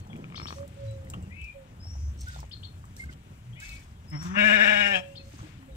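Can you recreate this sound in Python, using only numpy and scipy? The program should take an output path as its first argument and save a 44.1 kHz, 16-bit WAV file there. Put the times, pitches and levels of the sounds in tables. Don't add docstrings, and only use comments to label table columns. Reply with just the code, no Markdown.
import sys
import numpy as np
from scipy import signal
from scipy.fft import rfft, irfft, next_fast_len
from scipy.io import wavfile

SR = 44100
rng = np.random.default_rng(int(sys.argv[2]) if len(sys.argv) > 2 else 0)


def volts_from_decibels(level):
    exponent = np.asarray(level, float) / 20
    return 10 ** exponent


def master_out(mix):
    frames = np.transpose(np.atleast_2d(mix))
    ceiling = np.clip(frames, -1, 1)
    pcm = np.round(ceiling * 32767).astype(np.int16)
    wavfile.write(sys.argv[1], SR, pcm)


N = 254012
T = np.arange(N) / SR
F = np.maximum(np.fft.rfftfreq(next_fast_len(N), 1 / SR), 1)

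# (frequency [Hz], left lead [rad])
PORT_PHASE = [(60, -.1), (200, -.4), (400, -1.1), (800, -2), (1400, -2.6), (3000, -2), (15000, -1.6)]
# (frequency [Hz], level [dB])
MIC_COLOUR = [(6500, -2), (7800, 3), (8700, 0), (9500, -15), (10300, -10), (12000, -9.5)]

VOICE = slice(int(4.08 * SR), int(5.07 * SR))
OPENS_S, ATTACK_S = 4.36, 0.013


def on_log(table):
    hz, value = np.transpose(table)
    return np.interp(np.log(F), np.log(hz), value)


def columns(table, t=T):
    s, *rest = np.transpose(table)
    return [np.interp(t, s, c) for c in rest]


def bell(t, s, half):
    return np.exp(-((t - s) / half) ** 2)


def shape(x, gain):
    return irfft(rfft(x, next_fast_len(N)) * gain, next_fast_len(N))[:N]


def unit(x, t0=0, t1=6):
    return x / np.std(x[int(t0 * SR):int(t1 * SR)])


def modes(table, f=F):
    total = 0
    for k, (hz, width, db) in enumerate(table):
        detune = (f / hz - hz / f) * hz / width
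        total = total + (-1) ** k * volts_from_decibels(db) / (1 + 1j * detune) ** 2
    return total


def band(hz, width):
    return unit(shape(rng.standard_normal(N), modes([(hz, width, 0)])))


def walk(rate):
    return unit(shape(rng.standard_normal(N), (F > 1) / (1 + (F / rate) ** 2)))


def patchy(hz, width):
    total = 0
    for f in hz + width * np.linspace(-.4, .4, 4):
        flicker = volts_from_decibels(3 * walk(200) + 3 * walk(30))
        total = total + flicker * np.array([band(f, width / 3), band(f, width / 3)])
    return total / 2


def ports(mid, pan_db, phase):
    right = volts_from_decibels(-pan_db) * np.exp(-1j * phase)
    return np.array([shape(mid, 2 / (1 + right)), shape(mid, 2 * right / (1 + right))])


def panned(mid, pan_db):
    return mid * volts_from_decibels(np.array([[pan_db / 2], [-pan_db / 2]])) / np.cosh(pan_db / 17.4)


def echo(x, t60, db):
    t = np.arange(int(SR * .6)) / SR
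    tail = rng.standard_normal((2, len(t))) * 1000 ** (-t / t60) * (t > .004)
    tail = tail / np.sqrt(np.sum(tail[0] ** 2))
    return x + volts_from_decibels(db) * signal.fftconvolve(x, tail, axes=1)[:, :N]


def add(out, s, grain):
    i = int(s * SR)
    out[:, i:i + grain.shape[1]] += grain[:, :N - i]


def ring(hz, t60):
    t = np.arange(int(SR * .04)) / SR
    return np.sin(2 * np.pi * hz * t) * 1000 ** (-t / t60) * np.minimum(1, t / 0.00043)


def whistles(notes, rough, pan_db, glide, peak, rise_db, fall_db, droop_hz=0, edge_s=0.013):
    out = np.zeros((2, N))
    flutter = volts_from_decibels(rough * walk(51))
    for s, length, from_hz, to_hz, db in notes:
        t = np.arange(0, length, 1 / SR)
        settled = (1 - np.exp(-t / length / glide)) / (1 - np.exp(-1 / glide))
        hz = from_hz + (to_hz - from_hz) * settled - droop_hz * (t / length) ** 5
        level = volts_from_decibels(db - np.interp(t / length, [0, peak, 1], [rise_db, 0, fall_db]))
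        edge = np.minimum(1, np.minimum(t, t[-1] - t) / edge_s)
        tone = np.sqrt(2) * np.sin(2 * np.pi * np.cumsum(hz) / SR)
        add(out, s, panned(edge * level * tone, pan_db))
    return out * flutter


def yard():
    # (frequency [Hz], density [dB per Hz])
    floor_colour = [(15, -22), (25, -1), (59, -6), (96, -5.5), (148, -11.5), (421, -40), (598, -23.5),
                    (1170, -25), (2920, -26.5), (4500, -37), (7910, -35), (8810, -39.5), (9550, -40),
                    (11200, -44), (15500, -43.5)]
    shared = np.clip(on_log([(60, 1.0), (300, 0.8), (1400, 0.04), (4000, 0.09)]), 0, 1)
    right_gain = volts_from_decibels(-on_log([(100, 1.3), (1000, 3.5), (2500, 9.8), (5000, 5.3)]))
    colour = volts_from_decibels(on_log(floor_colour) - on_log(MIC_COLOUR))
    turn = np.exp(-1j * on_log(PORT_PHASE))
    edges_hz = [0, 150, 400, 900, 1800, 3000, 4500, 7000, SR]
    out = 0
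    for lo, hi in zip(edges_hz[:-1], edges_hz[1:]):
        part = colour * (F >= lo) * (F < hi)
        a, b = rng.standard_normal((2, N))
        right = shape(a, part * np.sqrt(shared) * turn) + shape(b, part * np.sqrt(1 - shared))
        flicker = volts_from_decibels(.9 * walk(2) + .9 * walk(15))
        out = out + flicker * np.array([shape(a, part), shape(right, right_gain)])
    return volts_from_decibels(-51.5) * out / np.std(out.mean(axis=0))


def breeze():
    # (time [s], level [dB])
    gusts = [(0, -31.5), (.18, -113), (.5, -48), (1.28, -36.5), (1.5, -86), (1.8, -38), (2.1, -36),
             (2.42, -45), (2.7, -41.5), (3.1, -44), (3.4, -48), (3.7, -44.5), (4.25, -44), (4.7, -49.5),
             (5.05, -48.5), (5.4, -40.5), (5.76, -54)]
    # (time [s], level [dB], half length [s])
    upper_swells = [(0.181, -40.5, 0.077), (0.334, -47, .05), (0.414, -47.5, 0.045), (2.69, -60, 0.066),
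                    (0.554, -48.5, 0.16), (1.13, -47.5, 0.15), (3.114, -58.5, 0.14), (5.428, -46.5, 0.072),
                    (5.7, -60.5, 0.15)]
    # (time [s], level [dB], frequency [Hz], half length [s])
    port_booms = [(0.47, -43, 80.3, 0.15), (0.625, -37.5, 87, 0.026), (0.892, -32.5, 112.3, 0.062),
                  (1.216, -41.5, 88.4, 0.21), (1.435, -36, 66, 0.031), (2.046, -28.5, 71.1, 0.098),
                  (2.239, -32, 71, 0.024), (2.39, -39, 62.1, 0.086), (3.067, -37, 66, 0.045),
                  (3.516, -39, 114.7, 0.059), (3.724, -42, 50, 0.088), (6.2, -41, 60, 0.029),
                  (5.747, -40.5, 61, 0.041), (1.25, -45.5, 190, 0.078), (2.4, -44.5, 140, 0.069),
                  (0.101, -43.5, 200, .015), (0.149, -40.5, 230, .02), (.2, -40, 190, 0.014),
                  (0.313, -41.5, 170, 0.016), (5.64, -52, 262, 0.054), (5.595, -50.5, 280, .012),
                  (5.445, -47.5, 310, 0.018), (0.85, -39, 73, .012), (.01, -39.5, 92, 0.017),
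                  (5.345, -49, 280, .01)]
    upper = volts_from_decibels(-52.5 - 0.26 * T) + sum(volts_from_decibels(db) * bell(T, s, half) for s, db, half in upper_swells)
    rumble = 0.72 * volts_from_decibels(columns(gusts)[0]) * band(83.4, 47.6)
    rumble = rumble + upper * volts_from_decibels(2.0 * walk(5.2)) * (band(129.0, 130) + 0.18 * band(228, 344))
    drift = 0.81 * walk(7.8)
    for s, db, hz, half in port_booms:
        rumble = rumble + volts_from_decibels(db) * np.sqrt(2) * bell(T, s, half) * np.sin(2 * np.pi * hz * T + drift)
    return ports(rumble, 0 * F + .5, on_log(PORT_PHASE))


def rustle():
    # (time [s], rise [s], fall [s], level [dB], body relative to level [dB])
    hiss_bursts = [(.56, 0.14, 0.066, -60, -5), (.85, 0.11, 0.22, -74.5, 7.5),
                   (1.12, 0.036, 0.066, -69, -9), (1.43, 0.018, 0.074, -75, 5),
                   (1.9, 0.066, 0.068, -70, -25), (2.21, 0.017, 0.044, -58, -30),
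                   (2.33, 0.081, 0.097, -61.5, 9), (2.62, 0.11, 0.23, -71, -9), (5.08, .05, 0.09, -72, 3),
                   (2.99, 0.023, 0.07, -57, -5.5), (3.13, 0.023, 0.011, -67.5, 10.5),
                   (3.619, 0.02, 0.19, -57.5, 5.5), (4.24, 0.032, 0.058, -59, 5.5),
                   (5.33, 0.096, 0.17, -65.5, 6.5)]
    grain = volts_from_decibels(5.2 * walk(60))
    port, top, body = (patchy(hz, w) for hz, w in [(7840, 8100), (12100, 7800), (4220, 5270)])
    levels = np.zeros((3, N))
    for s, rise, fall, db, body_db in hiss_bursts:
        top_db = 1.5 + 0.51 * min(body_db, 0)
        swell = bell(T, s, np.where(T < s, rise, fall))
        levels += volts_from_decibels(db + np.array([[0], [top_db], [body_db]])) * swell
    out = levels[0] * port + levels[1] * top + levels[2] * body
    rim = band(5540, 220) + 1.1 * band(6170, 300) + 0.4 * band(4320, 300) + 0.48 * band(8200, 350)
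    jet = volts_from_decibels(-54.0) * bell(T, 2.215, 0.028) * rim
    # (time [s], level [dB], half length [s])
    drags = [(.4, -56.5, 0.19), (.8, -57, 0.15), (2.35, -74, 0.075), (3.72, -54.5, 0.13),
             (5.47, -52, 0.14)]
    drag = sum(volts_from_decibels(db) * bell(T, s, half) for s, db, half in drags)
    return out + grain * jet + drag * np.array([band(2100, 2400), 0.13 * band(1400, 1600)])


def dove():
    # (time [s], length [s], from [Hz], to [Hz], level [dB])
    opening_coo = [
        (0.555, 0.11, 549.5, 568.5, -48.5),
    ]
    later_coos = [
        (0.76, 0.45, 559.4, 521, -49.5),
        (1.54, 0.16, 566, 500, -53),
        (4.87, 0.45, 570, 540, -48),
        (5.675, 0.12, 551, 490, -60),
    ]
    rising = whistles(opening_coo, rough=0.65, pan_db=-7.5, glide=9.5, peak=0.52, rise_db=11, fall_db=7.2)
    falling = whistles(later_coos, rough=0.63, pan_db=-7.0, glide=8.1, peak=0.17, rise_db=11.7, fall_db=26)
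    return rising + falling


def chirps():
    # (time [s], level [dB], top [Hz], length [s])
    chirp_notes = [
        (0.355, -51.5, 6300, 0.026),
        (0.467, -52.5, 4980, 0.023),
        (2.512, -55.5, 5260, 0.03),
        (2.63, -55, 4590, 0.027),
        (5.153, -58, 5200, 0.031),
    ]
    # (time [s], length [s], level [dB])
    buzz_notes = [
        (0.45, 0.14, -70),
        (1.883, 0.24, -71.5),
        (4.187, 0.21, -69),
    ]
    upper_hz, lower_hz = 4200, 3530
    out = np.zeros((2, N))
    for s, db, top_hz, length in chirp_notes:
        t = np.arange(0, length, 1 / SR)
        upper = np.interp(t, [0, .009, .019, length], [2800, top_hz, upper_hz * 1.02, upper_hz])
        lower = np.interp(t, [0, .008, length], [2800, lower_hz, lower_hz * 1.19])
        a_level = np.interp(t, [0, .012, .025, length], [0.74, 0.45, 2.1, 5.1])
        b_level = np.interp(t, [0, .004, .013, .022], [0, 1.58, 0.98, 0])
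        a = a_level * np.sin(2 * np.pi * np.cumsum(upper) / SR)
        b = b_level * np.sin(2 * np.pi * np.cumsum(lower) / SR)
        add(out, s, panned(volts_from_decibels(db) * (a + b) * np.minimum(1, (t[-1] - t) / 0.0036), 10.2))
    arch = 0
    for s, length, db in buzz_notes:
        arch = arch + volts_from_decibels(db) * np.sin(np.pi * np.clip((T - s) / length, 0, 1)) ** 0.53
    return out + panned(arch * (band(6060, 760) + 0.65 * band(5400, 570)), 2.4)


def birdsong():
    # (time [s], length [s], from [Hz], to [Hz], level [dB])
    slides = [
        (0.34, 0.18, 4930, 5630, -60.5),
        (1.795, 0.16, 4930, 5680, -60.5),
        (4.075, 0.19, 5010, 5660, -58.5),
    ]
    pipes = [
        (1.285, 0.23, 1704, 2384, -59),
    ]
    upper_pipes = [
        (1.305, .2, 2206, 2617, -57),
        (1.32, 0.17, 2780, 2910, -72),
    ]
    peeps = [(0.0, 0.04, 4300, 4330, -78), (0.0, 0.04, 3080, 3120, -79), (0.09, .05, 3480, 3330, -73),
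             (0.095, 0.055, 3150, 3300, -73), (.865, 0.06, 3960, 3970, -75), (1.19, 0.09, 3060, 2650, -81),
             (3.522, 0.03, 2950, 3450, -68), (3.56, .025, 3350, 3600, -70), (3.82, .03, 3400, 3500, -77),
             (5.03, .1, 2600, 2750, -70), (5.71, 0.05, 3930, 3750, -75)]
    late_pipes = [
        (3.55, .145, 1700, 2250, -63.5),
        (3.545, 0.089, 2550, 3010, -70),
        (3.553, .13, 2050, 2590, -63),
    ]
    late_ends = [
        (3.705, .105, 2250, 2270, -63),
        (3.68, .1, 2630, 2470, -61.5),
    ]
    song = whistles(slides, rough=1.5, pan_db=4.9, glide=.5, peak=0.62, rise_db=8.6, fall_db=6.1)
    song += whistles(pipes, rough=3.4, pan_db=9.3, glide=0.21, peak=0.8, rise_db=11.4, fall_db=7.2)
    song += whistles(upper_pipes, rough=1.4, pan_db=11.7, glide=.12, peak=0.55, rise_db=11, fall_db=4,
                     droop_hz=220)
    song += whistles(peeps, rough=4.0, pan_db=17.0, glide=0.76, peak=0.2, rise_db=2.4, fall_db=3.4)
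    song += whistles(late_pipes, rough=1.6, pan_db=7.4, glide=.13, peak=0.43, rise_db=7.4, fall_db=0.6,
                     edge_s=.008)
    song += whistles(late_ends, rough=3.0, pan_db=7.7, glide=3.5, peak=.4, rise_db=1.5, fall_db=4.4,
                     edge_s=0.0074)
    return song + chirps()


def rattle():
    # (time [s], peak [dB])
    rattle_pulses = [(0.133, -52.5), (0.16, -55.5), (0.2441, -46), (0.303, -52), (0.325, -46.5),
                     (0.347, -41.5), (0.381, -40), (0.401, -36), (0.4184, -40), (0.432, -45.5),
                     (0.4583, -36), (0.486, -40), (0.508, -35.5), (0.5278, -35.5), (0.586, -44.5),
                     (0.607, -50), (0.632, -47)]
    out = np.zeros((2, N))
    tunings = 1 + .03 * rng.standard_normal((len(rattle_pulses), 3))
    for (s, db), tune in zip(rattle_pulses, tunings):
        upper = volts_from_decibels(14 - 44 * s) * (ring(2330 * tune[1], .013) + .5 * ring(2750, .006))
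        pulse = ring(1200 * tune[0], .013) + upper + .6 * ring(1600 * tune[2], .006)
        add(out, s - .002, panned(volts_from_decibels(db) * pulse, 7.0))
    return out


def knocks_and_ticks():
    # (time [s], peak [dB], frequency [Hz])
    dull_knocks = [(0.068, -49, 840), (.243, -60, 2630), (1.071, -51, 1950), (1.415, -49, 3020),
                   (2.999, -71, 2100), (1.137, -39, 2800), (1.14, -37, 1170), (1.143, -44.5, 3100),
                   (1.855, -47, 765), (1.954, -47, 800), (2.286, -52, 3500), (2.3, -60, 4200),
                   (2.331, -50, 1510), (2.345, -48, 3640), (2.362, -40.5, 765), (2.372, -55, 3440),
                   (2.39, -43.5, 1010), (2.43, -40.5, 900), (2.841, -45, 1160), (3.128, -51.5, 3020),
                   (5.337, -48, 333), (5.391, -46.5, 1120), (5.431, -51, 500), (5.405, -46, 1250),
                   (5.432, -49, 910), (5.47, -52, 620), (5.627, -54, 1900), (5.63, -52.5, 1000),
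                   (3.692, -45, 4200), (3.693, -53, 3800), (2.968, -55, 4180), (3.135, -56, 3200),
                   (.1, -47.5, 800), (2.69, -55, 380), (3.32, -50, 320), (3.27, -54, 400), (.415, -57, 330),
                   (.19, -48, 600), (.31, -52, 700), (.525, -44, 420), (2.44, -48, 550)]
    bright_ticks = [(0.072, -53, 5740), (.002, -50.5, 6060), (5.752, -52, 2950), (0.164, -50.5, 11200),
                    (.176, -54, 9900), (.742, -57, 8540), (.91, -51.5, 8100), (1.048, -52, 11100),
                    (1.415, -49, 10800), (2.495, -54, 8500), (3.04, -49, 6500), (0.678, -43.5, 9100),
                    (1.1005, -35.5, 7480), (1.138, -47, 6800), (1.226, -49.5, 7600), (1.443, -47.5, 5300),
                    (2.176, -54, 5600), (2.209, -40.5, 7300), (2.2842, -42, 5730), (2.403, -40, 5470),
                    (2.854, -50.5, 7900), (2.9659, -40.5, 5700), (3.135, -52, 5300), (3.6013, -40, 7550),
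                    (3.692, -43, 5170), (4.1, -50, 8540), (4.227, -42, 6030)]
    out = np.zeros((2, N))
    for s, db, hz in dull_knocks:
        add(out, s, panned(volts_from_decibels(db) * ring(hz, 0.013), 2.0))
    for s, db, hz in bright_ticks:
        crack = np.diff(rng.standard_normal((2, 1765))) * 1000 ** (-np.arange(1764) / SR / .02)
        add(out, s, volts_from_decibels(db) * (.5 * ring(hz, 0.0078) + 0.3 * crack))
    return out


def milk_can():
    # (time [s], length [s], from [Hz], to [Hz], level [dB])
    can_glides = [
        (2.262, 0.059, 1456, 1543, -52),
        (2.315, 0.06, 1497, 1388, -60),
        (3.6, 0.05, 1400, 1790, -58),
        (5.18, 0.041, 2650, 2530, -64),
    ]
    can_notes = [
        (2.992, .024, 2090, 2130, -46.5),
        (3.012, 0.038, 2110, 2140, -53),
        (3.05, .03, 2130, 2120, -71),
        (3.086, 0.018, 2080, 2110, -54),
        (3.032, 0.017, 1540, 1580, -53),
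        (3.7, 0.02, 1560, 1000, -67),
        (3.085, 0.024, 1560, 1460, -56.5),
        (2.972, .018, 1650, 1780, -63),
    ]
    glides = whistles(can_glides, rough=2.5, pan_db=-1.3, glide=1.6, peak=0.62, rise_db=5, fall_db=7)
    return glides + whistles(can_notes, rough=1.3, pan_db=-1.4, glide=1.7, peak=0.44, rise_db=3.7,
                             fall_db=6.1, edge_s=0.0085)


def throat_quaver(t):
    # (time [s], pitch drop [share], level drop [dB], half length [s], lip drop [dB])
    slackenings = [
        (4.173, .1, 0, .022, 2),
        (4.422, 0.03216, 1.5, 0.01617, -3.5),
        (4.505, 0.056, 0, 0.019, -1.5),
        (4.586, 0.079, 2.5, 0.025, 4),
        (4.659, 0.077, 3, 0.01586, 1),
        (4.714, 0.039, 4, 0.00904, -3),
        (4.76, 0.0331, 2.5, 0.0182, -1.5),
        (4.837, 0.023, 1.5, 0.0197, -1.5),
        (4.901, 0.012, 2, .018, 0),
    ]
    pitch_drop, level_drop_db, lip_drop_db = 0, 0, 0
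    for s, pitch, level, half, lip in slackenings:
        slack = bell(t, s, half)
        pitch_drop = pitch_drop + pitch * slack
        level_drop_db = level_drop_db + level * slack
        lip_drop_db = lip_drop_db + lip * slack
    return 1 - pitch_drop, volts_from_decibels(-level_drop_db), lip_drop_db


def glottis(t, pitch_share):
    # (time [s], pitch [Hz])
    bleat_pitch = [
        (4.08, 152.1),
        (4.2, 159.9),
        (4.32, 187.3),
        (4.39, 209.5),
        (4.47, 215.1),
        (4.62, 220),
        (4.7, 213.9),
        (4.92, 200.5),
        (4.97, 180.3),
    ]
    k = np.arange(1, 29)[:, None]
    hz = columns(bleat_pitch, t)[0] * pitch_share
    phase = 2 * np.pi * np.cumsum(hz * (1 + .003 * walk(60)[VOICE])) / SR
    wobble = np.array([walk(32)[VOICE] for _ in range(7)])[np.arange(28) % 7]
    waver_db = 1.8 * wobble * (k > 8) + .9 * wobble * (k > 3) + .5 * walk(110)[VOICE]
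    tones = np.exp(1j * (k * phase - .2 * k ** 2 + .009 * k * wobble[::-1])) * volts_from_decibels(waver_db)
    creak = 0.13 * np.clip((t - 4.92) / ATTACK_S, 0, 1)
    tones = tones * (1 + creak * np.cos(phase / 2))
    harmonic_hz = (k * hz)[:, ::8]
    return phase, wobble, tones, harmonic_hz


def through(tones, response):
    gain = np.repeat(response, 8, axis=1)[:, :tones.shape[1]]
    power = np.median(np.sum(abs(response) ** 2, axis=0)) / 2
    return np.real(np.sum(tones * gain, axis=0)) / np.sqrt(power)


def air(gated, table):
    return unit(shape(gated, modes(table)), 4.96, 5.12)[VOICE]


def nose(t, phase, shut, first):
    # (time [s], half length [s], level [dB])
    octave_swells = [
        (4.6, 0.095, 12.4),
        (4.92, 0.098, 16.7),
    ]
    octave_db = -25.5 + 7.2 * shut + 4.3 * first
    octave_db = octave_db + sum(db * bell(t, s, half) for s, half, db in octave_swells)
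    return np.sqrt(2) * (np.cos(phase) + volts_from_decibels(octave_db) * np.cos(2 * phase))


def cheek(t, tones, harmonic_hz, gated, hoarse):
    # (frequency [Hz], width [Hz], level [dB])
    cheek_modes = [(640, 315, 6), (812, 870, -3.5), (970, 434, 0.5)]
    widen = 0.915 + 0.33 * (t[::8] - OPENS_S)
    notch_hz, notch_width_hz = 428, 200
    detune = (harmonic_hz / notch_hz - notch_hz / harmonic_hz) * notch_hz / notch_width_hz
    notch = 1 - 1 / (1 + 1j * detune)
    voiced = through(tones, notch * modes(cheek_modes, harmonic_hz / widen))
    return voiced + 0.84 * hoarse * air(gated, cheek_modes)


def mouth(t, tones, harmonic_hz, gated, hoarse, lip_drop_db, lip_shift):
    # (frequency [Hz], width [Hz], level [dB])
    mouth_modes = [(1459, 280, -7), (1727, 154, 5.5)]
    lip_modes = [(2310, 388, 0.53), (2852, 210, -0.73)]
    teeth_modes = [(3336, 200, -14.5), (3728, 157, -12.5), (4660, 1900, -37), (5520, 520, -30.5)]
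    slow = t[::8]
    gape = np.clip((slow - 4.91) / 0.05, 0, 1)
    stretch = 1.002 - .04 * bell(slow, 4.39, .03) + 0.12 * gape
    lip_gain = volts_from_decibels(-1.5 + 7.5 * gape - lip_drop_db[::8])
    teeth_gain = np.clip((slow - OPENS_S) / 0.049 + 0.35, 0, 1) * (1 + 0.34 * bell(slow, 4.73, 0.084))
    teeth = teeth_gain * modes(teeth_modes, harmonic_hz / np.sqrt(stretch))
    lower_lip = modes(lip_modes[:1], harmonic_hz / stretch)
    upper_lip = lip_shift[::8] * modes(lip_modes[1:], harmonic_hz / stretch)
    response = modes(mouth_modes, harmonic_hz) + teeth + lip_gain * (lower_lip - upper_lip)
    return through(tones, response) + hoarse * air(gated, mouth_modes + lip_modes + teeth_modes)


def sheep_breath(t, mouth_db, dip, phase, waver):
    gate = np.minimum((t - OPENS_S) / 0.059, (5.01 + 0.018 - t) / 0.04)
    blow = np.clip(gate, 0, 1) * volts_from_decibels(-49 + 0.25 * mouth_db)
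    puff = blow * dip * volts_from_decibels(2.5) * (1 + .45 * np.cos(phase)) * volts_from_decibels(1.8 * waver)
    breath = np.zeros((2, N))
    for port, db in enumerate((1.5, -1.5)):
        grows = np.clip((T - OPENS_S) / 0.39, .3, 1)
        hiss = band(5350, 170) * 1.3 * grows * volts_from_decibels(1.2 * walk(9.2))
        hiss += band(5100, 3600) * 1.56 + band(6480, 2400)
        top = band(11300, 2600) + 0.42 * band(14000, 2500)
        hiss += top * volts_from_decibels(2.0 * db - 3.0 + 1.2 * walk(25))
        breath[port, VOICE] = volts_from_decibels(db) * puff * hiss[VOICE]
    return breath


def sheep():
    # (time [s], open mouth [dB])
    bleat_effort = [
        (4.33, -56.5),
        (4.36, -27.5),
        (4.385, -21.5),
        (4.54, -20),
        (4.62, -17.5),
        (4.74, -21.5),
        (4.87, -22.5),
        (4.965, -31.5),
        (5.015, -54),
    ]
    # (time [s], half length [s], nose [dB], grunt [dB])
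    shut_hums = [
        (4.152, 0.029, -30, -48),
        (4.196, 0.012, -37, -58),
        (4.223, 0.013, -36, -51),
        (4.261, 0.016, -32, -48),
        (4.321, 0.045, -33, -50),
    ]
    # (time [s], half length [s], cheek [dB], upper lip resonance [dB])
    jaw_shifts = [(4.4, .02, -2.5, 5.5), (4.438, 0.013, 3.5, 0.5), (4.47, .02, -5, -4),
                  (4.522, 0.019, 0.5, -3.5), (4.563, 0.021, -7, -2.5), (4.628, 0.018, -3.5, -6),
                  (4.692, 0.014, -2, 3), (4.724, 0.022, 2.5, -2), (4.779, .015, 0.5, 4),
                  (4.807, 0.013, 1, 0), (4.855, 0.014, -2.5, 2)]
    # (frequency [Hz], width [Hz], level [dB])
    grunt_modes = [(1130, 630, 14.2), (1720, 610, 9.6), (2500, 920, 5), (3500, 340, 2.5)]
    first_grunt_modes = [(980, 1070, 6), (2090, 390, 11.5), (2960, 580, -2)]
    # (frequency [Hz], left lead [rad])
    sheep_pan = [(60, -10), (110, -3), (200, 3), (380, 10), (700, 0.5), (1290, 10), (2380, 13.5),
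                 (4400, 17.5), (8120, 2.5), (15000, 28)]
    sheep_phase = [(60, 0), (250, -1), (600, -2.4), (1800, -2.6), (2150, -1.2), (3200, -2.5), (4200, -1.5)]
    t = T[VOICE]
    mouth_db = columns(bleat_effort, t)[0]
    pitch_share, dip, lip_drop_db = throat_quaver(t)
    phase, wobble, tones, harmonic_hz = glottis(t, pitch_share)
    gated = np.zeros(N)
    gated[VOICE] = (1 + 0.38 * np.cos(phase)) * rng.standard_normal(len(t))

    held = np.clip(np.minimum((t - OPENS_S) / ATTACK_S, 1 - (t - 4.97) / 0.07), 0, 1)
    nose_gain = held * volts_from_decibels(-28.5 - 20.5 * (t - OPENS_S))
    cheek_gain = held ** 2 * volts_from_decibels(-32.5 - 14 * abs(t - 4.5))
    for s, half, nose_db, grunt_db in shut_hums:
        hum = np.exp(-abs((t - s) / half) ** 3)
        nose_gain = nose_gain + volts_from_decibels(nose_db) * hum
        cheek_gain = cheek_gain + volts_from_decibels(grunt_db) * hum
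    cheek_gain = cheek_gain * volts_from_decibels(sum(db * bell(t, s, half) for s, half, db, _ in jaw_shifts))
    lip_shift = volts_from_decibels(sum(db * bell(t, s, half) for s, half, _, db in jaw_shifts))

    shut = np.interp(t, [4.325, 4.375], [1, 0])
    first = np.interp(t, [4.17, 4.2], [1, 0])
    hoarse = np.interp(t, [4.42, 4.56, 4.7, 4.74, 4.91, 4.94], [.1, .27, .27, .1, .1, .4])

    def grunt(table):
        voiced = .9 * shut * through(tones, modes(table, harmonic_hz))
        return (.08 + .3 * shut) * air(gated, table) + voiced

    in_cheek = (1 - shut) * cheek(t, tones, harmonic_hz, gated, hoarse)
    in_cheek = in_cheek + first * grunt(first_grunt_modes) + (1 - first) * grunt(grunt_modes)
    in_mouth = (1 - shut) * mouth(t, tones, harmonic_hz, gated, hoarse, lip_drop_db, lip_shift)
    in_mouth = in_mouth + shut * np.clip((t - 4.2) / 0.024, 0, 1) * air(gated, grunt_modes)
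    nose_gain = nose_gain * dip ** 0.88 * np.interp(t, [4.36, 4.4], [1, 1.25])
    voice = np.zeros(N)
    voice[VOICE] = volts_from_decibels(mouth_db) * dip * in_mouth + cheek_gain * in_cheek
    voice[VOICE] += nose_gain * nose(t, phase, shut, first)
    voice *= np.interp(T, [5.0, 5.06], [1, 0])
    placed = ports(voice, on_log(sheep_pan), on_log(sheep_phase))
    return echo(placed + sheep_breath(t, mouth_db, dip, phase, wobble[0]), .3, -16)


def scene():
    near = milk_can() + rattle() + knocks_and_ticks()
    small = echo(birdsong(), 0.21, -2.1) + echo(dove(), 0.95, -15.5) + echo(near, 0.065, -9.0)
    small[1] = shape(small[1], np.exp(-1j * on_log(PORT_PHASE)))
    return yard() + breeze() + rustle() + volts_from_decibels(11.0) * small + sheep()


def roll_off(x):
    return signal.sosfilt(signal.butter(12, 15700, fs=SR, output="sos"), x)


def record(dry):
    low_cut_hz, top_hz = 23.7, 15700
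    response = volts_from_decibels(on_log(MIC_COLOUR)) * (F < top_hz) / (1 + (low_cut_hz / F) ** 4)
    coloured = np.array([shape(c, response) for c in dry])
    rounded = np.tanh(.3 * coloured) / .3
    return roll_off(rounded)


dry = scene()
out = record(dry)
master_out(out)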